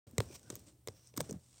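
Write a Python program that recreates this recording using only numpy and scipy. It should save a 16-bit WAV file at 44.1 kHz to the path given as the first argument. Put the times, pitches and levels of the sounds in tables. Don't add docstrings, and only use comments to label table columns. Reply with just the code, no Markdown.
import sys
import numpy as np
from scipy import signal
from scipy.fft import rfft, irfft, next_fast_len
from scipy.io import wavfile
from scipy.ndimage import uniform_filter1d

SR = 44100
rng = np.random.default_rng(int(sys.argv[2]) if len(sys.argv) > 2 else 0)


def int16_out(signal):
    q = np.round(np.clip(np.atleast_2d(signal).T, -1, 1) * 32767)
    wavfile.write(sys.argv[1], SR, q.astype(np.int16))


N = 70560


def undb(db):
    return 10 ** (np.asarray(db) / 20)


def unit(x):
    return x / np.sqrt(np.mean(x ** 2))


def colour(x, points):
    size = 2 * next_fast_len(len(x))
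    hz, db = np.array(points, float).T
    log_hz = np.log(np.maximum(np.fft.rfftfreq(size, 1 / SR), 1))
    gain = undb(np.interp(log_hz, np.log(hz), db))
    cepstrum = irfft(np.log(gain))
    cepstrum[1:size // 2] *= 2
    cepstrum[size // 2 + 1:] = 0
    return irfft(rfft(x, size) * np.exp(rfft(cepstrum)))[:len(x)]


def band(x, hz, q):
    return signal.lfilter(*signal.iirpeak(hz, q, fs=SR), x)


def fade(t, t60):
    return np.exp(-np.log(1000) * t / t60)


def ring(t, modes):
    return sum((-1) ** k * undb(db) * fade(t, t60) * np.sin(2 * np.pi * hz * t)
               for k, (hz, db, t60) in enumerate(modes))


def add(out, start, x):
    i = int(start * SR)
    out[i:i + len(x)] += x[:len(out) - i]


def wander(rate_hz):
    width = max(int(SR / rate_hz), 1)
    smoothed = uniform_filter1d(rng.standard_normal(N), width)
    return unit(uniform_filter1d(smoothed, width))


def room():
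    # f/Hz, level/dB
    hiss_curve = [(30, -34), (60, 13.5), (110, 2), (200, -3.5), (320, -9), (650, -14.5), (1400, -24.5),
                  (4000, -25), (7000, -26), (8700, -18), (10800, -25), (15000, -21.5), (16500, -25.5)]
    hum_hz, hum_db, hiss_db = 122.3, -70, -70
    hum = np.sqrt(2) * np.sin(2 * np.pi * hum_hz * np.arange(N) / SR)
    hiss = unit(colour(rng.standard_normal(N), hiss_curve))
    return undb(hiss_db) * hiss + undb(hum_db) * hum


def creaks():
    # peak t/s, swell time/s, f/Hz, band width/Hz, level/dB
    rubs = [(0.334, 0.035, 2414, 350, -70), (0.475, 0.053, 1477, 170, -73.5),
            (0.712, 0.082, 307.4, 34.5, -67.5)]
    out, t = np.zeros(N), np.arange(N) / SR
    for peak, length, hz, width, db in rubs:
        q = hz / width
        tone = band(band(rng.standard_normal(N), hz, q), hz, q)
        swell = np.exp(-((t - peak) / length) ** 2)
        out += undb(db) * swell * unit(tone)
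    return out


def skin_slides():
    # peak t/s, rise/s, fall/s, hiss/dB, sizzle/dB, rumble/dB, squeak/dB
    strokes = [(0.07, 0.024, 0.04, -69.5, -72.5, -56.5, -93), (.222, 0.035, 0.041, -59.5, -64, -47, -86),
               (.335, 0.084, 0.042, -61, -67.5, -57.5, -64),
               (.359, 0.016, 0.0058, -52.5, -55.5, -60, -53.5),
               (0.431, 0.024, 0.087, -70.5, -82, -63.5, -75), (0.523, 0.038, 0.089, -61.5, -68, -55, -68.5),
               (0.674, 0.01, 0.03, -62, -76, -62, -73), (0.891, 0.012, 0.045, -67, -80, -55, -77),
               (0.964, 0.025, 0.093, -73, -72.5, -72, -70), (1.081, 0.041, 0.018, -67.5, -75, -88, -66),
               (1.2, 0.02, 0.016, -58, -79, -43.5, -67), (1.245, 0.027, 0.059, -61, -69.5, -51, -68.5),
               (1.295, 0.0037, 0.01, -55, -68, -44.5, -58), (1.343, 0.034, 0.025, -77, -79, -52, -94),
               (1.58, 0.18, 0.17, -66, -102, -81, -76.5)]
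    # f/Hz, level/dB
    hiss_curve = [(300, -2.5), (900, -3), (1700, -9), (2400, -5), (4000, -2), (6000, -1.5), (8700, 5.5),
                  (10600, -15.5), (15500, -32)]
    sizzle_curve = [(5000, 0), (10500, -21.5), (13000, -1.5), (15300, -0.5), (16500, -12)]
    rumble_curve = [(30, -29), (80, 7), (130, 2), (350, -6.5), (550, -8), (850, -19), (2000, -28.5),
                    (6000, -46)]
    grain_db, rough_grip_db = 4, 2.5
    squeak_hz, squeak_width_hz = 5710, 950
    t, powers = np.arange(N) / SR, 0
    for peak, rise, fall, *levels_db in strokes:
        swell = np.exp(-np.maximum((peak - t) / rise, (t - peak) / fall))
        powers = powers + np.outer(undb(levels_db) ** 2, swell ** 2)
    noise = rng.standard_normal((4, N))
    grain = undb(grain_db * rng.standard_normal(N) + rough_grip_db * wander(rate_hz=660))
    hiss = colour(noise[0] * grain, hiss_curve)
    sizzle = colour(noise[1] * grain, sizzle_curve)
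    rumble = colour(noise[2], rumble_curve)
    q = squeak_hz / squeak_width_hz
    squeak = band(band(noise[3], squeak_hz, q), squeak_hz, q)
    layers = [hiss, sizzle, rumble, squeak]
    return sum(np.sqrt(power) * unit(layer) for power, layer in zip(powers, layers))


def thumps():
    # t/s, starting f/Hz, level/dB, fade time/s
    jolts = [(0.072, 99.6, -41, 0.077), (0.133, 250, -47, 0.1), (0.1849, 118.5, -19.5, 0.095),
             (0.215, 136, -53, 0.043), (.255, 89, -43, .12), (0.303, 355, -39.5, 0.03),
             (.502, 293, -30.5, 0.016), (0.528, 356, -35.5, 0.02), (0.531, 109, -40.5, 0.061),
             (0.573, 224, -35.5, 0.014), (0.646, 104, -55.5, 0.16), (.885, 103.6, -39, 0.11),
             (0.916, 205, -53, 0.047), (1.178, 268, -25.5, 0.031), (1.186, 147, -34, 0.053),
             (1.2053, 575, -22, 0.01), (1.211, 156, -32.5, 0.085), (1.226, 93, -54, 0.061),
             (1.2941, 417, -37, 0.062), (1.295, 187, -44.5, 0.11), (1.3186, 199, -26, .025),
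             (1.3392, 212, -27, 0.022), (1.36, 177, -36, 0.054), (1.348, 97, -44.5, 0.16)]
    sag_share, sag_s, attack_cycles = 0.38, 0.077, 0.36
    out, t = np.zeros(N), np.arange(SR // 4) / SR
    for start, hz, db, t60 in jolts:
        pitch_hz = hz * (1 - sag_share * (1 - np.exp(-t / sag_s)))
        cycles = np.cumsum(pitch_hz) / SR
        attack = 1 - np.exp(-(cycles / attack_cycles) ** 2)
        add(out, start, undb(db) * fade(t, t60) * attack * np.sin(2 * np.pi * cycles))
    return out


def case_clicks():
    # t/s, snap level/dB, its lows and middle/dB, its top/dB, boosted f/Hz, knock level/dB
    slips = [(0.1118, -44, -5, 14, 8100, -82), (0.1815, -11, 1, 0.5, 7300, -16.5),
             (0.1999, -46, -16, 2, 8600, -30), (0.2037, -17, 8.5, 0, 4080, -17),
             (0.3949, -42, 2, 8, 7650, -70), (0.4303, -42, -5, -7, 6700, -64),
             (0.5019, -19.5, -2.5, -1, 6400, -41), (0.505, -33.5, 10, 3, 7860, -32.5),
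             (0.5548, -27.5, -2, 17.5, 6500, -67), (.563, -37, 0, 7, 7050, -43.5),
             (0.5947, -40.5, -15, 9, 8000, -70), (0.8737, -23.5, 1, 5.5, 7100, -28),
             (0.8846, -25.5, 7, 3, 5200, -27), (1.0728, -38.5, -27, -14, 7560, -68),
             (1.1395, -43, 11.5, -10, 2750, -43.5), (1.165, -34.5, 4, 10, 8060, -47),
             (1.1685, -27.5, 0.5, -1, 8400, -77), (1.1747, -18.5, -6.5, 10.5, 6400, -36),
             (1.1776, -17.5, 3, 1, 6700, -51), (1.2022, -30.5, 6.5, 11, 8500, -24),
             (1.2057, -16, 6.5, 6, 8100, -27), (1.212, -23, -6.5, 10, 8400, -30),
             (1.3097, -21, -21, -2, 6500, -28.5), (1.327, -28.5, -4.5, 4, 6900, -61)]
    # f/Hz, level/dB
    crack_curve = [(200, -31.5), (900, 3), (2000, -2.5), (4000, -3.5), (6500, 5.5), (8800, -3),
                   (10800, -11), (14500, -6.5), (17000, -14.5)]
    # f/Hz, level/dB, fade time/s
    plastic_tones = [(945, -29, 0.019), (1178, -27.5, 0.015), (2246, -27, 0.0094), (2987, -21.5, 0.0023),
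                     (3670, -17, 0.0035), (5160, -19.5, 0.0043), (6090, -28, 0.0073), (7690, -10, 0.0018),
                     (8920, -15.5, 0.0033), (13850, -24.5, 0.0045)]
    knock_tones = [(439.4, -3, 0.02), (491, -8, 0.013), (297, -22.5, 0.025)]
    ping_tones = [(2040, -0.5, 0.01), (3890, 1.5, 0.006)]
    # t/s, level/dB
    pings = [(0.1824, -27.5), (0.8744, -40.5), (0.8831, -51)]
    crack_db, chatter_db, chatter_fade_s = -7.5, -18, 0.014
    bright_db, knock_attack_s = 4.5, 0.0014
    out, t = np.zeros(N), np.arange(SR // 16) / SR
    ringing = ring(t, plastic_tones)
    knock_attack = 1 - np.exp(-(t / knock_attack_s) ** 2)
    knock = knock_attack * sum(ring(t, [tone]) for tone in knock_tones)
    for start, db, middle_db, top_db, bright_hz, knock_db in slips:
        push = rng.standard_normal(len(t)) * undb(chatter_db) * fade(t, chatter_fade_s)
        push[0] += undb(crack_db)
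        snap = colour(push, crack_curve) + ringing
        snap = colour(snap, [(3500, middle_db), (6000, 0.017), (9500, 0.018), (13000, top_db)])
        snap = snap + undb(bright_db) * band(snap, bright_hz, q=9.2)
        add(out, start, undb(db) * snap - undb(knock_db) * knock)
    for start, db in pings:
        add(out, start, undb(db) * ring(t, ping_tones))
    return out


def scene():
    # f/Hz, level/dB
    spread_curve = [(80, -59), (160, -51), (350, -27), (700, -24.5), (1500, -56), (5000, -51),
                    (12000, -28.5)]
    mic_noise_curve = [(40, -6), (300, 0.5), (1500, -15.5), (5000, -13.5), (9000, -8), (15000, -6)]
    centre = case_clicks() + thumps() + skin_slides() + creaks() + room()
    mic_noise = undb(-80.5) * unit(colour(rng.standard_normal(N), mic_noise_curve))
    side = colour(centre, spread_curve) + mic_noise
    return np.array([centre - side, centre + side])


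def record(dry):
    start_s, fade_in_s = 0.068, 0.0008
    low_cut_hz, high_cut_hz = 59, 16300
    fade_in = np.clip((np.arange(N) / SR - start_s) / fade_in_s, 0, 1)
    bass_cut = signal.butter(2, low_cut_hz, "high", fs=SR, output="sos")
    treble_cut = signal.ellip(8, .2, 70, high_cut_hz, fs=SR, output="sos")
    return signal.sosfilt(treble_cut, signal.sosfilt(bass_cut, dry * fade_in))


dry = scene()
out = record(dry)
int16_out(out)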